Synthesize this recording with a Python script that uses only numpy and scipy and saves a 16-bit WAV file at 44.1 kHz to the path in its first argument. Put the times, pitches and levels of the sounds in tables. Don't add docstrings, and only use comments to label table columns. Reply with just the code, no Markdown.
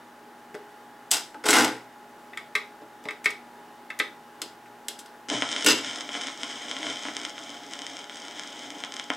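import sys
import numpy as np
from scipy import signal
from scipy.fft import rfft, irfft
from scipy.io import wavfile
from scipy.ndimage import uniform_filter1d

SR = 44100
rng = np.random.default_rng(int(sys.argv[2]) if len(sys.argv) > 2 else 0)


def store_wav(level_fs):
    pcm = np.round(np.clip(np.atleast_2d(level_fs), -1, 1) * 32767)
    wavfile.write(sys.argv[1], SR, pcm.T.astype(np.int16))


def gain_from_db(level_db):
    decades = np.asarray(level_db, float) / 20
    return 10 ** decades


N = 403956
TIME = np.arange(N) / SR
SLOW = np.arange(0, N, 32) / SR


def colour(x, rows, size=8192):
    hz, db = np.transpose(rows)[:2]
    bins = np.maximum(np.fft.rfftfreq(size, 1 / SR), 1)
    cepstrum = irfft(np.interp(np.log(bins), np.log(hz), db) * np.log(10) / 20)
    cepstrum[1:size // 2] *= 2
    h = irfft(np.exp(rfft(cepstrum[:size // 2], size)))[:size // 2]
    return signal.fftconvolve(x, h / np.sqrt(np.sum(h ** 2)))[:len(x)]


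def ring(x, modes, longest):
    t = np.arange(SR // 2) / SR
    h = 0
    for k, (hz, db, t60) in enumerate(modes):
        decay = 1000 ** (-t / min(t60, longest))
        h = h + (-1) ** k * gain_from_db(db) * np.sin(2 * np.pi * hz * t) * decay
    return signal.fftconvolve(x, h / np.sqrt(np.sum(h ** 2)))[:len(x)]


def walk(rate):
    k = int(SR / rate)
    steps = np.repeat(rng.standard_normal(N // k + 1), k)
    return uniform_filter1d(uniform_filter1d(steps, k), k)[:N]


def grains(rate, spread_db):
    x = (rng.random(N) < rate / SR) * rng.standard_normal(N) * gain_from_db(spread_db * rng.exponential(size=N))
    return x / x.std()


def swell(start, attack, hold, db, dying):
    t = SLOW - start
    return np.clip(t / attack, 0, 1) ** 2 * gain_from_db(db - dying * np.maximum(t - attack - hold, 0))


def smooth(slow):
    return np.array([np.interp(TIME, SLOW, row) for row in slow])


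# frequency in Hz, level in dB.
FLOOR_TONE = [(65, -50), (110, -23), (163, -15), (237, -11), (345, -6.5), (407, -9), (512, -13),
              (760, -8.5), (843, -10), (955, -12), (1710, -13), (2330, -22), (2930, -23.5), (4010, -27.5),
              (15800, -36)]
# frequency in Hz, side minus mid in dB.
FLOOR_SIDE = [(60, -20), (110, -27), (200, -63), (380, -31), (700, -19.5), (1290, -18.5), (2380, -16),
              (4400, -15), (8120, -21), (15000, -43)]


def floor():
    mid, side = (colour(rng.standard_normal(N), FLOOR_TONE) for _ in range(2))
    side = gain_from_db(-15.5) * colour(side, FLOOR_SIDE)
    sway = gain_from_db(0.6 * walk(6))
    return gain_from_db(-51) * sway * np.array([mid + side, mid - side])


# frequency in Hz, level in dB rms.
HUM = [(59.5, -53), (120, -70), (240, -60.5), (415, -63.5), (590, -68.5), (834.5, -52), (883, -68),
       (953, -63.5), (1055, -68), (1430, -69), (2950, -74), (3655, -76.5)]
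# time in seconds, whine level in dB.
MOTOR_LOAD = [(0, -1.5), (.6, -1), (3.5, -0.5), (5, -1.1), (9.16, 0)]


def motor():
    turned = np.cumsum(1 + 0.00196 * walk(5)) / SR
    lines = 0
    for hz, db in HUM:
        flutter_db = np.clip(-0.25 * (db + 50), 0, 3) * walk(14)
        lines = lines + gain_from_db(db + flutter_db) * np.sin(2 * np.pi * (hz * turned + rng.random()))
    s, load_db = np.transpose(MOTOR_LOAD)
    return np.sqrt(2) * lines * gain_from_db(np.interp(TIME, s, load_db))


# octave centre in Hz, t60 in seconds, tail level in dB.
ROOM = [(127, 0.83, -4.5), (253, .3, 1.5), (500, 0.42, -1), (980, 0.23, 5), (2010, 0.26, -1.5),
        (3930, 0.29, -1.5), (8000, 0.35, -9), (14000, 0.29, -8.5)]
# frequency in Hz, side minus mid in dB.
ROOM_SIDE = [(60, 7.5), (110, -46), (200, -116), (380, -29.5), (700, -10), (1290, -4.5), (2380, -9.5),
             (4400, -7), (8120, -19), (15000, -26)]
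# frequency in Hz, level in dB.
PORT_SIDE = [(60, -18), (110, -27), (200, -35), (380, -26), (700, -20), (1290, -14), (2380, -16),
             (4400, -17), (8120, -25), (15000, -33)]


def room(x, wet_db, side_db):
    t = np.arange(int(0.6 * SR)) / SR
    onset = np.clip((t - 0.002) / 0.00081, 0, 1)
    tails = 0
    for hz, t60, db in ROOM:
        band = signal.butter(2, [hz / np.sqrt(2), hz * np.sqrt(2)], "band", fs=SR, output="sos")
        decay = onset * 1000 ** (-t / t60)
        noise = signal.sosfilt(band, rng.standard_normal((2, len(t))))
        level = gain_from_db(np.array([[db], [-0.2 * db]]))
        tails = tails + level * noise * decay / np.sqrt(np.sum(decay ** 2))
    mid, side = (signal.fftconvolve(x, h)[:N] * gain_from_db(wet_db) for h in tails)
    side = gain_from_db(side_db) * colour(side, ROOM_SIDE)
    side = side + gain_from_db(-29) * colour(x, PORT_SIDE)
    return np.array([x + mid + side, x + mid - side])


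# time in seconds, dirt in dB.
GROOVE_DIRT = [(5.285, -35), (5.6, -36), (5.85, -37), (6.5, -40), (7.2, -41.5), (7.6, -45), (8.4, -44.5),
               (9.16, -45.5)]
# middle in seconds, length in seconds, level in dB, extra rumble in dB.
SCUFFS = [(5.335, 0.065, 5, 9), (5.55, 0.076, 2, 1), (6.066, 0.076, -7, 4), (6.17, 0.041, 3.5, 6),
          (6.26, 0.086, 1.5, 1.5), (6.367, 0.084, -5, -0.5), (6.714, .06, 3, 2), (6.881, 0.16, 7, 3.5),
          (7.06, 0.043, 3.5, -1), (7.33, 0.056, -6.5, 1), (7.604, .12, -2.5, 2), (7.744, 0.055, 3, 0),
          (7.94, 0.14, 3, 2.5), (8.063, 0.099, -4.5, -4), (8.38, 0.1, 2.5, 0.5), (8.485, .06, 0.5, -5),
          (8.61, 0.12, 4, -0.5), (8.757, 0.05, 0, 3), (8.89, .05, -5, 3), (9.075, .05, -7, -1),
          (9.144, 0.05, -0.5, -3)]
# slope in dB per dB of dirt, offset in dB.
RUMBLE_LAW = (0.69, -15.5)
TREBLE_LAW = (1.077, -2)


def dirt():
    s, db = np.transpose(GROOVE_DIRT)
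    level, heave = np.interp(SLOW, s, db), 0
    for middle, length, scuff_db, rumble_db in SCUFFS:
        patch = np.exp(-(2 * (SLOW - middle) / length) ** 2)
        level = level + scuff_db * patch
        heave = heave + rumble_db * patch
    rumble, treble = (slope * level + offset_db for slope, offset_db in (RUMBLE_LAW, TREBLE_LAW))
    landed = SLOW > s[0]
    return smooth(landed * gain_from_db(np.array([level, rumble + heave, treble])))


# time in seconds, peak in dB, width in dB.
SCRATCHES = [(5.2858, -32, 13), (5.3, -13, -3.5), (5.4216, -7.5, 6.5), (5.4895, -19, -2), (5.5154, -20, -9),
             (5.5631, -13.5, 0), (5.624, -18.5, -6), (5.9587, -22, -5), (6.0907, -20.5, 4),
             (6.1425, -21, 1), (6.1509, -16.5, 7), (6.2116, -19.5, -3), (6.2835, -20.5, 2),
             (6.4326, -15, -3), (6.7126, -17.5, -3), (6.766, -19, 1.5), (6.8297, -21.5, 1),
             (6.8673, -17, 3), (7.0522, -18.5, 8.5), (7.0844, -18.5, 10), (7.1668, -15.5, -6),
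             (7.2501, -16, -2.5), (7.38, -23, 4), (7.735, -20.5, -6), (7.866, -21, -6), (8.096, -24, 1),
             (8.395, -20.5, -5.5), (8.8372, -17, 2.5), (8.9967, -17, -1.5), (9.1019, -8.5, 8)]
# time in seconds, peak in dB.
SPECKS = [(5.5278, -18), (5.6086, -21), (5.8614, -28), (6.008, -20), (6.132, -24), (6.2165, -21),
          (6.27, -21), (6.4078, -35), (6.9, -22), (7.0344, -24), (7.2152, -25), (7.3028, -30),
          (7.4935, -29), (7.7904, -23), (7.8183, -23), (7.9683, -24), (7.9903, -26.5), (8.042, -30),
          (8.12, -37), (8.1699, -28), (8.2825, -27), (8.311, -29), (8.4348, -26), (8.7037, -24),
          (8.8032, -28.5), (8.848, -24), (8.9215, -24), (8.9396, -23.5), (8.966, -22.5), (9.136, -26)]
# time in seconds, peak in dB.
MOTES = [(5.2914, -25), (5.4136, -23), (5.5233, -23), (5.9319, -28), (6.0776, -33), (6.1175, -33),
         (6.3749, -30), (6.4158, -29), (6.7875, -28), (7.0244, -29), (7.1372, -31), (7.1914, -29),
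         (7.2334, -28), (7.2534, -27), (7.2863, -31), (7.2954, -27), (7.3906, -31), (7.415, -33),
         (7.437, -30), (7.4454, -33), (7.5028, -29), (7.5433, -35), (7.5807, -37), (7.6645, -33),
         (7.7114, -34), (7.8999, -32), (8.1449, -34), (8.1579, -30), (8.2008, -30), (8.2192, -30),
         (8.2506, -30), (8.4741, -27), (8.528, -32), (8.5924, -30), (8.7839, -33), (8.8584, -35),
         (8.9418, -29), (8.9614, -31), (8.9924, -31), (9.0404, -29), (9.0984, -33), (9.1494, -31)]
# frequency in Hz, gain in dB.
SPEAKER = [(650, -35), (1100, -7.5), (1170, -31), (1270, -3.5), (1560, -9), (2230, -1.5), (2660, -14.5),
           (2930, -2.5), (3100, 3), (4500, -17.5), (5850, -47.5), (9900, -120)]
TWEETER = [(2530, -32.5), (4300, -12), (4500, -10), (5120, 1.5), (5820, -5.5), (6440, -2.5), (7210, -9.5),
           (8230, -7.5), (9050, -19), (9940, -17.5), (10600, -27), (11500, -37), (16000, -89)]
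WOOFER = [(59, -42), (100, -20), (197, -7.5), (242, 4.5), (336, 4), (372, -3.5), (718, 2.5), (1170, -17.5),
          (1250, -12), (1500, -12), (1950, -20), (3300, -120)]


def groove():
    patchy_db, dust_db = 1.5, 1.5
    surface = gain_from_db(patchy_db * walk(40)) * grains(9000, 2.1) + gain_from_db(-7.5) * grains(350, 1.4 * dust_db)
    hiss, rumble, treble = dirt() * gain_from_db(np.array([[-3], [-6], [-2.5]]))
    middle = hiss * surface
    treble = treble * (surface + gain_from_db(-11) * grains(150, 2 * dust_db))
    bass = rumble * gain_from_db(patchy_db * walk(19)) * grains(3000, 1.2)
    delay = 0.0005
    speck_width_db = -5.5
    for s, peak_db, width_db in SCRATCHES + [(*row, speck_width_db) for row in SPECKS]:
        i = int((s + delay) * SR)
        spread = 1 + int(max(width_db, 0))
        middle[i:i + spread] -= gain_from_db(peak_db + 0.37 * width_db + 11.5) / spread
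        bass[i] -= gain_from_db(peak_db + 0.99 * width_db - 3)
        treble[i] -= gain_from_db(peak_db - 0.95 * width_db + 2.0)
    for s, peak_db in MOTES:
        i = int((s + delay) * SR)
        treble[i] -= gain_from_db(peak_db + 9)
        middle[i] -= gain_from_db(peak_db + 3)
    treble = treble + 0.19 * np.roll(treble, int(0.001106 * SR))
    return colour(middle, SPEAKER) + colour(treble, TWEETER) + colour(bass, WOOFER)


# start in seconds, level in dB, length of the push in ms.
THUDS = [
    (1.346, -45, 25),
    (1.5, -27.5, 38),
    (1.575, -24, 50),
    (4.901, -58, 13),
    (5.305, -43, 13),
    (5.337, -23.5, 10.7),
    (5.648, -29, 4.8),
    (5.69, -31, 20.4),
    (5.862, -38.5, 24),
    (6.861, -42, 30),
]
# frequency in Hz, level in dB, t60 in seconds.
TABLE_TOP = [(123.4, -12, 0.75), (253, 4, 0.095), (298.3, 2.5, 0.17)]


def thuds():
    push = 0
    for s, db, ms in THUDS:
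        push = push + gain_from_db(db) * (TIME > s) * np.exp(-np.maximum(TIME - s, 0) * 1000 / ms)
    return ring(rng.standard_normal(N) * push, TABLE_TOP, longest=0.54)


# start in seconds, attack in seconds, hold in seconds, level in dB, dying in dB per second.
RATTLES = [
    (1.111, 0.0067, 0.016, -21.5, 222),
    (1.449, .012, 0.007, -21.5, 600),
    (1.48, 0.0053, 0.02, -22, 300),
    (1.522, 0.019, 0.058, -18, 165),
]
# plinth, platter, spring and edge in dB.
RATTLE_SHARES = [
    (-11, -8, -0.5, 0.5),
    (-4, -5, -5, -3.5),
    (-5, -2, -2, -1),
    (-5, -1.5, -4, -5),
]
RATTLE_DYING = (0.99, 0.9, 1.1, 1.2)


def rattles(shake):
    faster = np.array(RATTLE_DYING)[:, None]
    gains = 0
    for (start, attack, hold, db, dying), shares in zip(RATTLES, RATTLE_SHARES):
        gains = gains + swell(start, attack, hold, db, dying * faster) * gain_from_db(np.array(shares))[:, None]
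    return shake * gain_from_db(-4.5) * smooth(gains)


# start, attack and hold in seconds, level in dB, dying in dB per second.
CHATTER_SHAPE = (5.66, 0.007, 0.04, -19, 300)
# base, latch, spring and edge in dB.
CHATTER_SHARES = (-3.5, -3, 0.6, -5.5)
# start in seconds, level in dB.
CATCHES = [
    (5.6615, -20),
    (5.6845, -21),
    (5.7025, -21),
    (5.7795, -34),
]


def latch_chatter(shake):
    gain = gain_from_db(-3.5) * swell(*CHATTER_SHAPE)
    for s, db in CATCHES:
        gain = gain + swell(s, 0.001, 0.003, db, 900)
    return shake * smooth(gain * gain_from_db(np.array(CHATTER_SHARES) - 3.5)[:, None])


# time in seconds, base level in dB, deck level in dB.
BOUNCES = [(.5445, -24, -30), (1.118, -30, -8), (1.192, -40, -14), (1.346, -26, -11), (1.452, -7, -8),
           (1.488, -3, -5), (1.533, 1, -6), (1.573, 2, -5), (1.592, 4, -8), (1.618, 0, -9), (1.63, -2, -10),
           (1.651, -8, -1.5), (1.707, -5, -14), (5.651, -6, -30), (5.668, -1, -30), (5.682, -4, -30),
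           (5.696, 3, -30), (5.722, 0, -30), (5.752, -8, -30)]


def bounces():
    blows = np.zeros((2, N))
    s, *db = np.transpose(BOUNCES)
    blows[:, (s * SR).astype(int)] = gain_from_db(np.array(db))
    return blows


# start in seconds, level in dB, hardness in dB, contact in ms.
CLACKS = [(.5492, -36, 5, 3.3), (1.5284, -16, 14, 5.5), (2.3325, -38.5, -13, 4.3),
          (2.3729, -24.5, 2.5, 2.5), (2.5516, -13.5, 0, 4.9), (3.0854, -24.5, -4, 4.3), (3.1075, -27, 0, 2),
          (3.2415, -31, 9, 12), (3.257, -10, -2, 3.2), (3.9015, -27, -5, 4.9), (3.989, -34, 18.5, 7.3),
          (3.9986, -10.5, -8, 3.7), (4.6578, -50, 6, 3.6)]
# start in seconds, level in dB, hardness in dB, contact in ms.
KNOCKS = [(.5425, -29, -5.5, 4.2), (1.3432, -32, -4, 3.5), (1.4384, -21, 0, 7.8), (1.455, -25, 8, 4),
          (1.4646, -19.5, 9, 2.7), (1.4865, -6.5, 8.5, 3), (1.6091, -13, 5, 1.7), (1.6444, -11, 9.5, 2.5),
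          (2.817, -39, -9, 3.4), (3.0535, -25, -6, 3), (5.6615, -8.5, 11, 4.4)]
# start in seconds, level in dB, hardness in dB, contact in ms.
SNAPS = [
    (1.1074, -34, 4, 10),
    (1.1128, -21.5, 9.5, 3.3),
    (1.5048, -24, 8, 6.4),
    (3.0385, -48, -3, 4),
    (3.3038, -40, 2, 4),
    (4.4168, -24, -3.5, 3.6),
    (4.883, -25.5, 1.5, 2.7),
    (4.9886, -43.5, 4, 11),
    (5.0582, -43, -5, 4.6),
    (5.6451, -20, -4, 3.2),
]
# plinth, lever, spring and edge in dB.
CLACK_SHARES = (-21, 5, -13.5, -15.5)
KNOCK_SHARES = (-3, -7, -14, -18)
SNAP_SHARES = (-8, -6.5, -0.5, 1.5)
HARD_SHARES = (-0.61, 0.058, 0.52, 1.08)


def contacts():
    length = 8000
    push, blow = np.zeros((4, N + length)), np.zeros((2, N))
    t = np.arange(length) / SR
    tremble_s = np.array([[0.03], [0.025], [0.03], [0.022]])
    tremble = np.array([[0.3], [0.07], [0.25], [0.2]]) * np.exp(-t / tremble_s)
    for rows, shares in ((CLACKS, CLACK_SHARES), (KNOCKS, KNOCK_SHARES), (SNAPS, SNAP_SHARES)):
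        for s, db, hard_db, ms in rows:
            contact = np.clip(ms, 0.2, 30) / 1000
            envelope = (np.exp(-t / contact) + tremble) * (1 - np.exp(-t / (0.15 * contact)))
            burst = rng.standard_normal((4, length)) * envelope
            force = gain_from_db(db + np.array(shares) + hard_db * np.array(HARD_SHARES) - 1.5)
            i = int(s * SR)
            push[:, i:i + length] += (force * gain_from_db(np.array([-4, -4, 0, 0])))[:, None] * burst
            if ms < 6:
                blow[:, i + int(0.0015 * SR)] += force[:2] * np.sqrt(contact * SR / 2)
    return push[:, :N], blow


ARM_CYCLE = 2.2, 4.2
# frequency in Hz, gain in dB.
PLINTH = [(71, -57), (120, -20), (240, -9.5), (294, 2), (504, -7.5), (605, -6.5), (873, 0.5), (1090, -10),
          (1200, -4.5), (1560, -24.5), (2640, -120)]
LEVER = [(700, -42), (1200, -13.5), (1600, -15), (1950, -2), (2260, -6), (2600, -12.5), (2900, -21),
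         (3500, -16.5), (3800, -15), (4200, -31), (7000, -57)]
PLATTER = [(590, -37), (1000, -5.5), (1110, -11), (1470, 4), (1710, -2.5), (1970, 3.5), (3000, -12.5),
           (3900, -33), (6600, -120)]
SPRING = [(1650, -43), (2800, -2), (3050, -3.5), (3590, -1), (4560, -6.5), (5020, -1), (6300, -16.5),
          (8190, -25), (13900, -120)]
EDGE = [(3530, -30), (6000, -4), (7260, -4), (7970, 0), (9220, -7), (11600, -9.5), (12600, -15),
        (15800, -22)]
# frequency in Hz, level in dB, t60 in seconds.
PLINTH_RING = [(286, 1, 0.047), (332, -2.5, 0.16), (425, 3, 0.07), (588, 0, 0.056), (685, -6.5, 0.028),
               (930, -20, 0.018)]
LEVER_RING = [(1250, -7, .04), (1580, -11, .04), (1814, -9, .05), (1990, 0, .032), (2262, -1, .032),
              (2616, -11, .04), (3470, -13, .04), (3780, -14, .05)]
DECK_RING = [(720, -4, .08), (850, 0, .1), (892, -2, .12), (1310, -8, .06), (1495, -3, .06),
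             (1620, -8, .06)]
BASE_RING = [(258, 0, 0.12), (315, 1, 0.1), (447, -1, 0.11), (520, 0, 0.036)]
LATCH_RING = [(1495, -3, 0.053), (2735, 3, 0.063), (2950, -2, 0.055), (5040, 1.5, .06), (5130, -3, 0.056),
              (6100, -3, 0.045), (7950, -0.5, 0.043)]


def mechanism():
    push, blow = contacts()
    shake = grains(3000, 1.3)
    rattle = rattles(shake)
    base, latch, coil, edge = latch_chatter(shake)
    base_bounce, deck_bounce = bounces()

    plinth = ring(push[0] + gain_from_db(-3) * blow[0], PLINTH_RING, longest=0.11)
    plinth = plinth + colour(rattle[0] + 0.5 * push[0] + 0.32 * base, PLINTH)

    riding = (TIME > ARM_CYCLE[0]) & (TIME < ARM_CYCLE[1])
    lever = colour(riding * push[1], LEVER) + ring(gain_from_db(-4.5) * riding * blow[1], LEVER_RING, longest=0.1)
    platter = colour(~riding * (push[1] + gain_from_db(-3) * blow[1]) + rattle[1] + 0.58 * latch, PLATTER)
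    deck = ring(deck_bounce + gain_from_db(-7) * rattle[1], DECK_RING, longest=0.15)

    spring = colour(push[2] + rattle[2] + 0.71 * coil, SPRING)
    tick = colour(push[3] + rattle[3] + edge, EDGE)
    chatter = ring(gain_from_db(-4) * base + gain_from_db(1.5) * base_bounce, BASE_RING, longest=0.15)
    chatter = chatter + ring(latch + 0.23 * coil, LATCH_RING, longest=0.026)
    return plinth + lever + platter + deck + spring + tick + chatter


def scene():
    changer = room(mechanism() + thuds(), wet_db=-5.0, side_db=-14.5)
    speakers = room(groove(), wet_db=-4.0, side_db=-16.5)
    return changer + speakers + motor() + floor()


def band_limit(x):
    return signal.sosfilt(signal.butter(12, 16680, fs=SR, output="sos"), x)


def record(dry):
    cut = signal.sosfilt(signal.butter(5, 120, "high", fs=SR, output="sos"), dry)
    flicker = gain_from_db(-60) * signal.sosfilt(signal.butter(1, 60, fs=SR, output="sos"), rng.standard_normal(N))
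    soft = 0.7 * np.tanh((cut + flicker) / 0.7)
    top = signal.ellip(8, 0.2, 60, 15800, fs=SR, output="sos")
    port_db = np.array([[0.12], [-0.12]])
    mix = signal.sosfilt(top, soft) * gain_from_db(port_db)
    return band_limit(mix)


dry = scene()
out = record(dry)
store_wav(out)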